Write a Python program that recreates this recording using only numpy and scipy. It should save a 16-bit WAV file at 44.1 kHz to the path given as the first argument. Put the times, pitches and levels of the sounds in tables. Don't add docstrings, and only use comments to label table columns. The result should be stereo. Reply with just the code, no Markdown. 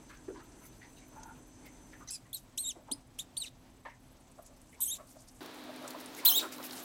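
import sys
import numpy as np
from scipy import signal
from scipy.fft import rfft, irfft, next_fast_len
from scipy.io import wavfile
from scipy.ndimage import uniform_filter1d

SR = 44100
rng = np.random.default_rng(int(sys.argv[2]) if len(sys.argv) > 2 else 0)


def unload_audio(sound):
    columns = np.transpose(np.atleast_2d(sound))
    steps = np.round(np.clip(columns, -1, 1) * 32767)
    wavfile.write(sys.argv[1], SR, steps.astype(np.int16))


def attenuation_scalar(level_db):
    decades = np.asarray(level_db, float) / 20
    return 10 ** decades


N = 301644

SCENE_CHANGES_S = 2.045, 5.407
TIME_S = np.arange(N) / SR
VIEW = np.searchsorted(SCENE_CHANGES_S, TIME_S)


def rms_one(x):
    return x / np.sqrt(np.mean(x ** 2) + 1e-20)


def at_hz(points, hz):
    point_hz, point_db = np.transpose(points)
    return np.interp(np.log(np.maximum(hz, 1)), np.log(point_hz), point_db)


def drift(rate_hz, size=N):
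    r = np.exp(-2 * np.pi * rate_hz / SR)
    noise = rng.standard_normal(size + 9000)
    return rms_one(signal.lfilter([1], [1, -2 * r, r * r], noise)[9000:])


def resonance(x, hz, width_hz):
    r = np.exp(-np.pi * width_hz / SR)
    gain = (1 - r * r) / 2
    return signal.lfilter([gain, 0, -gain], [1, -2 * r * np.cos(2 * np.pi * hz / SR), r * r], x)


def coloured(spectrum, size, alike):
    padded = next_fast_len(size)
    hz = np.arange(padded // 2 + 1) * SR / padded
    shape = attenuation_scalar(at_hz(spectrum, hz)) * (hz < spectrum[-1][0])
    mid, side = rfft(rng.standard_normal((2, padded))) * shape
    likeness = np.clip(at_hz(alike, hz), 0, 1)
    mid = irfft(mid * np.sqrt(1 + likeness), padded)[:size]
    side = irfft(side * np.sqrt(1 - likeness), padded)[:size]
    return np.array([mid + side, mid - side]) / np.std(mid)


def by_view(*db):
    return attenuation_scalar(db)[VIEW]


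def panned(x, db):
    return x * attenuation_scalar(np.array([[db / 2], [-db / 2]]))


def room_tone():
    # a spectrum [f/Hz, level/dB] and its rms [dB]
    first_air = [(15, -37), (25, -19), (157, 2.5), (285, 6), (489, -3.5), (988, -4), (1130, -9), (1400, -9),
                 (3720, -17), (5730, -20.5), (6210, -22), (6740, -15), (8140, -13.5), (16000, -44)], -57
    second_air = [(15, -50), (25, -2.5), (141, -5.5), (223, -5.5), (256, -2), (427, -12.5), (714, -10.5),
                  (1190, -16), (1290, -17.5), (4140, -22.5), (6560, -26.5), (7920, -29), (8590, -34.5),
                  (16000, -35)], -59.5
    third_air = [(15, -66), (25, -33), (123, -12), (200, -11), (285, -0.5), (531, -7.5), (754, -6),
                 (1370, -9), (1790, -10.5), (2990, -14), (3820, -11), (5570, -20.5), (10000, -32),
                 (16300, -41)], -47.5
    # [f/Hz, likeness 0..1]
    air_likeness = [(60, 0.95), (130, 0.74), (290, 0.79), (640, 0.68), (1410, 0.058), (3100, 0.016),
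                    (6820, 0.052), (15000, 0.98)]
    # [f/Hz, left minus right/dB]
    first_balance = [(60, 19), (180, 2), (550, -0.5), (1650, 3), (4970, 5.5), (15000, 4)]
    # [f/Hz, level/dB in the first, second and third view]
    motor_tones = [(48.6, -65.5, -74, -78.5), (255.3, -65, -69, -56), (302.2, -69, -93, -59.5)]
    # [t/s, level/dB]
    rumble_levels = [
        (0.0, -81),
        (0.07, -57.5),
        (0.56, -56),
        (0.63, -57),
        (4.5, -62),
        (5.25, -60.5),
        (5.4, -59),
    ]
    out = np.zeros((2, N))
    edges = [0, *np.round(np.array(SCENE_CHANGES_S) * SR).astype(int), N]
    for (spectrum, db), start, end in zip((first_air, second_air, third_air), edges, edges[1:]):
        size = end - start
        out[:, start:end] = coloured(spectrum, size, air_likeness) * attenuation_scalar(db - 2.0 + drift(6, size))

    first_size = edges[1]
    hz = np.arange(first_size // 2 + 1) * SR / first_size
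    tilt = attenuation_scalar(at_hz(first_balance, hz) / 2 * np.array([[1], [-1]]))
    out[:, :first_size] = irfft(rfft(out[:, :first_size]) * tilt, first_size)

    for hz, *db in motor_tones:
        tone = np.sin(2 * np.pi * hz * TIME_S + 0.27 * drift(1.3))
        out += by_view(*db) * np.sqrt(2) * attenuation_scalar(1.6 * drift(1.7)) * tone

    rumble_colour = [(12, -22.0), (30, 1.0), (70, -10.0), (130, -2.0), (200, -35)]
    rumble = coloured(rumble_colour, N, alike=[(10, 0.78), (100, 0.94)])
    rumble_db = np.interp(TIME_S, *np.transpose(rumble_levels), right=-120)
    return out + rumble * attenuation_scalar(rumble_db - 4.5)


def whine():
    # [f/Hz, on-time/s, left minus right/dB, (start/s, level/dB) in the first view, the same in the second]
    whine_tones = [(6134, 0.028, 67, (0.0123, -63.5), (.008, -80)), (8000, 0.013, 5.9, (0.03, -70),
                   (0.0028, -75.5))]
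    frame_hz = 30
    out = np.zeros((2, N))
    swell_db = 1.5 * np.maximum(TIME_S - SCENE_CHANGES_S[0], 0)
    for hz, on_s, pan_db, (first_s, first_db), (second_s, second_db) in whine_tones:
        start = np.where(VIEW == 0, first_s, second_s)
        gate = uniform_filter1d(1. * ((TIME_S - start) % (1 / frame_hz) < on_s), size=60)
        level = attenuation_scalar(1.9 * drift(40) + 1.2 * drift(5) + swell_db)
        tone = np.sin(2 * np.pi * hz * TIME_S + 1.1 * drift(65)) * level
        out += by_view(first_db, second_db, -120) * gate * tone * attenuation_scalar(np.array([[3], [1.5 - pan_db]]))
    return out


def stirring():
    # [t/s, level/dB]
    bed_levels = [(0.0, -70), (0.76, -68.5), (2.06, -72), (3.53, -77.5), (4.336, -71.5), (4.79, -70.5),
                  (5.222, -69.5), (5.4, -65.5), (5.41, -63.5), (5.56, -67.5), (6.24, -58.5), (6.47, -63),
                  (6.588, -58), (6.84, -52)]
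    # [t/s, peak level/dB, length/s]
    movements = [(0.091, -54, 0.04), (0.35, -61, 0.051), (0.625, -50, 0.05), (0.661, -47.5, 0.027),
                 (0.97, -57, 0.044), (1.66, -44.5, 0.021), (1.923, -60, 0.027), (2.364, -42, 0.044),
                 (4.426, -47.5, 0.06), (4.697, -56, 0.063), (5.073, -47.5, 0.079), (5.192, -49, 0.042),
                 (5.277, -50, 0.036), (5.542, -52, 0.078), (5.88, -45, 0.052), (6.004, -39, 0.014),
                 (6.166, -39, 0.043), (6.403, -38, 0.027), (6.428, -37, 0.04), (6.522, -34.5, 0.037),
                 (6.639, -30.5, 0.031), (6.726, -41, 0.022), (6.758, -39, 0.054)]
    level = attenuation_scalar(np.interp(TIME_S, *np.transpose(bed_levels)))
    for s, db, length in movements:
        since = TIME_S - s
        rise = np.clip(since / 0.0077 + 1, 0, 1)
        level = level + attenuation_scalar(db - 16.0) * rise * np.exp(-(np.maximum(since, 0) / length) ** 3)
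    return level


def hay():
    centre = np.log([5960, 7900, 8550])[VIEW]
    narrow_db = np.array([6, 27, 2])[VIEW]
    patchy_db = np.array([7, 8, 4.4])[VIEW]
    born = rng.random(N) < 22000 * attenuation_scalar(1.5 * drift(35)) / SR
    size_db = 1.5 * np.minimum(rng.exponential(1, N), 4)
    grains = born * attenuation_scalar(size_db) * rng.choice([-1, 1], N)
    dealt = rng.integers(0, 14, N)
    out = np.zeros((2, N))
    for k, hz in enumerate(np.geomspace(1500, 16200, 14)):
        near = attenuation_scalar(-narrow_db * abs(np.log(hz) - centre) + patchy_db * drift(11.0))
        ring = resonance(grains * (dealt == k) * near + 1e-18, hz, 0.73 * hz)
        ring = resonance(ring, hz, 0.37 * hz)
        out += panned(ring, 1.6 * (-1) ** k + 0.39)
    running_rms = np.sqrt(uniform_filter1d(out.mean(axis=0) ** 2, size=2500) + 1e-12)
    return out / running_rms * stirring()


def bumps(events, length, rise, width, leak_db=0):
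    size = 9000
    out, t = np.zeros((2, N + size)), np.arange(size) / SR
    floor_tail = attenuation_scalar(-10.5) * np.exp(-t / 0.11) * (1 - t / t[-1])
    envelope = np.clip(t / (rise * length), 0, 1) * (np.exp(-(t / length) ** 2) + floor_tail)
    for s, db, low_hz, high_hz, high_db in events:
        burst = rng.standard_normal((2, size)) * envelope
        burst[1] = 0.52 * burst[0] + 0.76 * burst[1]
        rings = []
        for hz in (low_hz, high_hz):
            broad = resonance(burst, hz, 0.24 * hz)
            leak = attenuation_scalar(leak_db - 3) * resonance(broad, hz, 1.16 * hz)
            ring = resonance(broad, hz, width * hz) + leak
            rings.append(ring / abs(ring).max())
        low, high = rings
        at = round((s - .003 - .6 * rise * length) * SR)
        low_gain = attenuation_scalar(-4 * attenuation_scalar(high_db))
        out[:, at:at + size] += attenuation_scalar(db) * (low * low_gain + attenuation_scalar(high_db) * high)
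    return out[:, :N]


def knocks():
    # [t/s, peak level/dB, low ring f/Hz, high ring f/Hz, high ring level/dB]
    knock_events = [
        (0.1, -45.5, 1280, 1580, -6),
        (0.104, -47, 1600, 2000, -7),
        (0.32, -52, 352, 1390, -30),
        (0.817, -54, 304, 1920, 9),
        (1.94, -57, 273, 1790, 7),
        (2.01, -53, 294, 1190, 6.5),
        (2.909, -37, 274, 1170, -38),
        (3.855, -36.5, 943, 1730, -3),
        (3.898, -54, 865, 1940, 5.5),
    ]
    return bumps(knock_events, .04, rise=0.17, width=0.17)


def scuffs():
    # [t/s, peak level/dB, low ring f/Hz, high ring f/Hz, high ring level/dB]
    scuff_events = [(0.135, -49, 1590, 2140, -6), (0.18, -55, 1590, 900, -2), (0.359, -41, 990, 1500, -11),
                    (0.4, -48, 990, 1270, -2), (0.64, -53, 1400, 2080, 1), (0.85, -49, 900, 1900, -7),
                    (0.619, -55, 1000, 1370, -3), (1.66, -51, 568, 2100, 3), (2.766, -45.5, 623, 1420, -28),
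                    (2.888, -43, 880, 1130, -35), (4.386, -44.5, 615, 1130, -24),
                    (4.503, -53.5, 604, 1080, -13), (0.975, -51, 2900, 3800, -2.5),
                    (1.03, -57, 2200, 2300, -5), (1.13, -51, 600, 1100, -2),
                    (2.26, -55.5, 1100, 1910, -1.5), (4.794, -49, 970, 1170, -17),
                    (4.997, -40.5, 613, 1110, -4.5), (5.16, -53, 638, 1120, -18),
                    (5.672, -46, 610, 1180, -11), (5.847, -38, 600, 1110, -5),
                    (5.944, -42.5, 620, 1030, -10), (6.19, -39, 407, 2170, 1), (6.237, -37, 1017, 1190, -8),
                    (6.275, -34.5, 960, 1410, -3.5), (6.31, -36, 800, 1100, -4),
                    (6.36, -36.5, 690, 434, -6.5), (6.4, -37, 335.5, 794, -3), (6.442, -35.5, 342, 1030, 0),
                    (5.694, -39.5, 640, 1200, -10), (5.816, -43.5, 600, 1080, -14),
                    (6.524, -45, 603, 2170, 0), (6.731, -44.5, 800, 1500, -0.5),
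                    (6.429, -33, 600, 1340, -0.5), (6.593, -41, 1040, 1100, -23)]
    return bumps(scuff_events, .035, rise=0.71, width=0.13)


def taps():
    # [t/s, peak level/dB, low ring f/Hz, high ring f/Hz, high ring level/dB]
    tap_events = [(4.73, -55, 454, 2100, 3.5), (4.75, -57, 454, 2150, 4), (0.284, -30, 354, 1390, -17),
                  (0.304, -34.5, 338, 1380, -20), (1.233, -47, 890, 1450, -6),
                  (1.935, -45.5, 1850, 1510, -9), (2.766, -45, 606, 325, -1), (2.889, -42, 960, 604, -8),
                  (3.856, -43, 600, 910, -4), (4.388, -42, 630, 1140, -7.5), (5.0, -49, 627, 1160, -3),
                  (5.163, -44.5, 627, 1100, -10), (5.85, -39, 630, 1160, 2.5), (5.947, -38.5, 617, 980, 0),
                  (6.447, -38.5, 700, 1300, 4), (6.602, -35.5, 597, 1100, -3)]
    return bumps(tap_events, 0.01235, rise=0.141, width=0.26, leak_db=-10)


def scrape():
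    # [t/s, peak level/dB, low ring f/Hz, high ring f/Hz, high ring level/dB]
    strokes = [
        (1.165, -41.5, 873, 1400, -13),
        (1.21, -54, 880, 1440, 1.5),
        (1.255, -43.5, 887, 1400, -11),
        (1.29, -42.5, 880, 1420, -3),
    ]
    return bumps(strokes, .04, rise=0.6, width=0.062, leak_db=-18)


def snaps():
    # [t/s, peak level/dB, ring f/Hz]
    snap_events = [(0.172, -42, 6100), (1.2327, -31.5, 6300), (4.315, -44, 9200), (4.4652, -37.5, 9560),
                   (4.6157, -39, 9400), (5.2839, -39, 9160), (5.46, -39, 5800), (5.7611, -35, 9200),
                   (5.8457, -38, 5790), (5.878, -26.5, 7260), (5.907, -30, 4340), (5.9885, -49, 5340),
                   (6.0123, -35, 8800), (6.0595, -30, 9200), (6.1483, -32, 6650), (6.5236, -32, 7370),
                   (6.5825, -33, 3860), (6.6165, -34, 14800), (6.6284, -34, 5570), (6.6963, -31, 3350),
                   (6.458, -43, 13000), (6.709, -26, 4130), (6.7315, -29, 4200)]
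    out, t = np.zeros((2, N)), np.arange(900) / SR
    for s, db, hz in snap_events:
        crack = rng.standard_normal(900) * attenuation_scalar(-60 * t / 0.029)
        crack = resonance(crack, hz, 0.15 * hz) + 0.039 * np.diff(crack, prepend=0)
        crack = attenuation_scalar(db - 9.5) * crack / abs(crack).max()
        at = round(s * SR)
        out[:, at:at + 900] += panned(crack, 9.1 * (s < SCENE_CHANGES_S[0]))
    return out


def squeak(rows, tract, airs, first_db, fall_db, breath_db, alike, hoarse, sigh, hush):
    s, *columns = np.transpose(rows)
    sigh_s, sigh_db = sigh
    t = np.arange(s[0], s[-1] + sigh_s, 1 / SR)
    since, size = t - s[0], len(t)
    hz = uniform_filter1d(np.interp(t, s, columns[0]), size=260)
    effort_db = uniform_filter1d(np.interp(t, s, columns[1]), size=90)

    order = np.arange(1, 10)[:, None]
    dulling_db = 76 * since - 0.5 * np.exp(-since / 0.012)
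    arch_end, break_end = .051, .071
    in_break = (since >= arch_end) * (since < break_end)
    hush_db = hush[0] * (since < arch_end) + hush[1] * in_break + 0.
    first_db = first_db - uniform_filter1d(hush_db, size=200)
    level_db = effort_db + at_hz(tract, order * hz) + first_db * (order == 1)
    level_db = level_db - (fall_db + dulling_db) * np.clip(order - 2, 0, 2.6)
    levels = attenuation_scalar(level_db) * (order * hz < 16200)

    broken = .4 * np.clip((.68 - hz / hz.max()) / .12, 0, 1) * (t > s[-4])
    jitter = 0.029 * (hoarse + 4 * broken) * drift(390, size)
    phase = np.cumsum(2 * np.pi * hz * (1 + jitter) / SR)
    apart = np.arccos(np.clip(alike, 0, 1)) / 2 * np.array([[1], [-1]])
    tone = 0
    for k, level in enumerate(levels):
        flutter = attenuation_scalar(1.07 * (1.5 + 0.028 * k) * drift(240, size))
        haze = (hoarse * min(.3 + .5 * k, 1) + broken) * drift(900, size)
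        flutter = flutter * (1 - broken + haze)
        tone = tone + level * flutter * np.sin((k + 1) * phase + k * k + 1.08 * apart * drift(28, size))

    likeness = [(10, alike), (20, alike)]
    breath = attenuation_scalar(breath_db) * coloured(airs[0], size, likeness) * np.sqrt(np.sum(levels ** 2, axis=0))
    running_out = np.clip((t - s[-1]) / .006 + .5, 0, 1)
    escape = coloured(airs[1], size, likeness) * attenuation_scalar(sigh_db) * running_out * (t[-1] - t) / sigh_s
    air = (breath * (1 - running_out) + escape) * attenuation_scalar(1.2 * drift(100, size))
    onset = np.clip(since / 0.0027, 0, 1)
    return (np.sqrt(2) * tone * (1 - running_out) + air) * onset


def cage(x):
    t = np.arange(int(.3 * SR)) / SR
    decay = attenuation_scalar(-60 * t / 0.057) + 0.57 * attenuation_scalar(-60 * t / .24)
    tail = rng.standard_normal((2, len(t))) * decay * (t > .001)
    tail = signal.lfilter([1], [1, -.3], tail)
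    tail = tail / np.sqrt(np.sum(tail ** 2, axis=1, keepdims=True))
    return signal.fftconvolve(x[None], tail, axes=1)[:, :N]


def pup():
    # [t/s, pitch f/Hz, effort level/dB]
    first_run = [
        [(2.073, 1864, -52), (2.08, 2094, -51.5), (2.091, 1980, -45.5), (2.098, 1625, -55), (2.104, 1510, -46)],
        [(2.105, 2470, -48), (2.11, 2540, -40), (2.117, 2530, -48), (2.128, 2730, -44.5), (2.14, 2630, -43),
         (2.16, 2460, -44), (2.174, 2410, -56)],
        [(2.329, 3400, -41), (2.334, 3460, -52), (2.34, 4280, -46.5), (2.348, 4340, -36.5), (2.36, 3870, -52),
         (2.373, 3800, -53)],
        [(2.574, 2200, -44), (2.58, 3070, -32), (2.587, 4050, -32.5), (2.624, 4380, -38), (2.64, 3840, -40.5),
         (2.662, 3630, -33.5), (2.688, 3955, -33), (2.708, 3200, -35), (2.722, 2650, -44)],
    ]
    second_run = [
        [(2.913, 2460, -36), (2.918, 3940, -37), (2.925, 4460, -30), (2.933, 5020, -31), (2.938, 4970, -37),
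         (2.95, 5100, -72)],
        [(3.183, 1840, -64), (3.19, 2930, -38.5), (3.197, 3580, -37), (3.206, 3800, -42.5), (3.218, 3500, -48)],
        [(3.366, 2390, -46), (3.371, 4010, -40.5), (3.38, 4640, -31.5), (3.395, 4510, -39), (3.415, 4080, -42),
         (3.433, 3630, -42.5)],
        [(3.433, 3110, -42.5), (3.447, 2770, -47), (3.451, 2470, -47), (3.459, 2055, -40.5), (3.47, 1865, -46),
         (3.485, 1830, -48.5)],
    ]
    # [t/s after its start, pitch f/Hz, effort level/dB heard close, effort level/dB heard far]
    cry_arch = [
        (-.002, 1554, -58, -61),
        (.002, 2132, -50, -48),
        (.009, 3393, -36.5, -40),
        (.017, 4076, -31, -36),
        (.026, 4200, -31, -31.5),
        (.036, 3877, -32.5, -36.5),
        (.044, 3250, -36, -47),
        (.047, 3183, -46, -39),
        (0.052, 2768, -38, -41.5),
    ]
    cry_climb = [
        (.063, 2582, -36, -41),
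        (.071, 2820, -40, -42.5),
        (0.076, 3200, -35.5, -42.5),
        (0.096, 3162, -34.5, -44.5),
        (.112, 3700, -35.5, -39.5),
        (0.13, 3870, -37, -36.5),
        (0.137, 3710, -35, -39),
        (.142, 3420, -38, -45),
    ]
    # [f/Hz, level/dB]
    near_tract = [(1800, -34), (2600, -8.5), (3300, -5.5), (3900, -2.5), (4300, -13.5), (4700, -24.5),
                  (5200, -8),
                  (7000, -6.5), (8500, -0.5), (10000, -7), (12500, -12), (14000, -26), (15500, -34)]
    far_tract = [(1800, 11), (2600, 3.1), (3300, 16.5), (3900, 13.8), (4300, 4.7), (4700, 17.5),
                 (5200, 2.9),
                 (7000, 5), (8500, -1.5), (10000, 2.5), (12500, 6), (14000, 15), (15500, 8)]
    # [f/Hz, level/dB]
    carried_tract = [(1800, -30), (2600, -28), (3200, -16.5), (3800, -1.5), (4200, -30), (5200, -25),
                     (6200, -5),
                     (7000, -5), (8500, 2.5), (10000, -2.5), (12500, -4), (13800, -11), (14800, -34)]
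    # [f/Hz, level/dB]
    muffled = [(1800, -18), (3300, -15), (4200, -10), (5000, 1), (6200, 0), (7500, -18), (10000, -26),
               (15500, -45)]
    clearing = [(2600, -22), (4600, -2), (5400, -8), (6500, -12), (7800, -0.5), (10300, 0.5), (13000, -17),
                (15500, -35)]
    # [f/Hz, level/dB]
    near_breath = [(900, -44), (3600, -2.5), (4900, -12.5), (6200, -2.5), (10000, -6), (13500, -10),
                   (16000, -18)]
    far_breath = [(900, -70), (3000, -5.5), (6000, -14), (10000, -4), (12500, -13), (14000, 7.5),
                  (16000, 11)]
    far_sigh = [(1500, -13), (3000, -0.5), (4500, 0), (7000, -7), (9000, -9), (16000, -33)]
    # [left minus right/dB, left-right likeness, fundamental level/dB,
    # fall of upper partials/dB per order, breath under the voice level/dB]
    voices = [(0, 0.43, 5.5, -3.5, -25), (-2.5, 0.85, 1, 0.5, -17), (-3.5, 0.95, 7.5, -13, -20),
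              (-2, 0.9, -4, -1, -19), (-2.5, 0.55, 5, -0.5, -22), (0.5, 0.66, 2.5, -0.7, -12),
              (1, 0.53, 7, -0.5, -20), (-1.5, 0.72, 5.5, 4.5, -13), (1, 0.47, 1.5, -5, -18),
              (7.5, 0.33, -3, -5, -9)]
    hoarseness = [.6, .7, .3, .2, .18, .6, .2, .5, .22, .1]
    # [length/s, level/dB]
    sighs = [(.006, -70), (0.018, -60), (0.034, -54), (0.018, -56), (.012, -69), (.02, -53), (.006, -70),
             (0.014, -59), (0.035, -44.5), (0.031, -35.5)]
    # [through the arch/dB, in the break/dB]
    cry_hush = [(9, 22), (0, 16)]
    cry = np.array(cry_arch + cry_climb)
    close_cry = cry[:, :3] + [4.805, 0, 0]
    far_cry = np.delete(cry, 2, axis=1) + [6.25, 0, 0]
    syllables = first_run + second_run + [close_cry, far_cry]
    tracts = [muffled, clearing] + [near_tract] * 6
    tracts += [carried_tract, far_tract]
    hushes = [(0, 0)] * 8 + cry_hush
    out = np.zeros((2, N))
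    for rows, tract, voice, hoarse, sigh, hush in zip(syllables, tracts, voices, hoarseness, sighs, hushes):
        pan_db, alike, first_db, fall_db, breath_db = voice
        start_s = rows[0][0]
        airs = (far_breath, far_sigh) if start_s > SCENE_CHANGES_S[1] else (near_breath, near_breath)
        call = squeak(rows, tract, airs, first_db, fall_db, breath_db, alike, hoarse, sigh, hush)
        at = round(start_s * SR)
        out[:, at:at + call.shape[1]] += panned(call, pan_db)
    return out + cage(out.mean(axis=0) * by_view(-16, -16, -4.5))


def ticks():
    # [t/s, peak level/dB]
    tick_events = [(5.4306, -41), (5.46, -37), (5.5094, -49), (5.5458, -40), (5.6394, -41), (5.6944, -51),
                   (5.7394, -46), (5.7608, -42), (5.8254, -46), (5.8416, -53), (5.8416, -42), (5.8775, -37),
                   (5.8864, -41), (5.906, -31), (5.9334, -43), (5.9683, -45), (5.9868, -40), (6.0112, -42),
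                   (6.0112, -42), (6.0294, -48), (6.0596, -39), (6.1484, -35), (6.1894, -38), (6.1994, -39),
                   (6.4567, -35), (6.4894, -45), (6.5236, -33), (6.5394, -38), (6.5824, -46),
                   (6.5824, -34.5), (6.6154, -43), (6.6283, -40), (6.6283, -36), (6.6674, -34),
                   (6.6957, -40), (6.7092, -34), (6.7311, -40), (6.7311, -34), (6.7794, -42), (6.8344, -45)]
    highpass = signal.butter(2, 2200, "high", fs=SR, output="sos")
    out, t = np.zeros(N + 900), np.arange(900) / SR
    for s, db in tick_events:
        click = signal.sosfilt(highpass, rng.standard_normal(900) * attenuation_scalar(-60 * t / 0.0093))
        at = round(s * SR)
        out[at:at + 900] += attenuation_scalar(db - 1) * click / abs(click).max()
    return out[:N]


def band_dropout(x):
    # [start t/s, end t/s]
    dropouts = [
        (2.6, 2.7),
        (4.812, 4.955),
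    ]
    notched = x
    for _ in range(2):
        notched = notched - .98 * resonance(notched, 4900, 1100)
    inside = sum(1. * (TIME_S > start) * (TIME_S < end) for start, end in dropouts)
    share = uniform_filter1d(inside, size=200)
    return x + share * (notched - x)


def scene():
    floor = knocks() + scuffs() + taps() + scrape()
    bedding = hay() + snaps() + ticks()
    return room_tone() + whine() + floor + bedding + pup()


def roll_off(x):
    return signal.sosfilt(signal.butter(12, 16590, fs=SR, output="sos"), x)


def record(dry):
    close = signal.sosfilt(signal.butter(6, 15300, fs=SR, output="sos"), band_dropout(dry))
    x = np.where(TIME_S < SCENE_CHANGES_S[1], close, dry.mean(axis=0))
    x = signal.sosfilt(signal.cheby2(22, 60, 16330, fs=SR, output="sos"), x)
    x = .8 * np.tanh(x / .8)
    return roll_off(x)


dry = scene()
out = record(dry)
unload_audio(out)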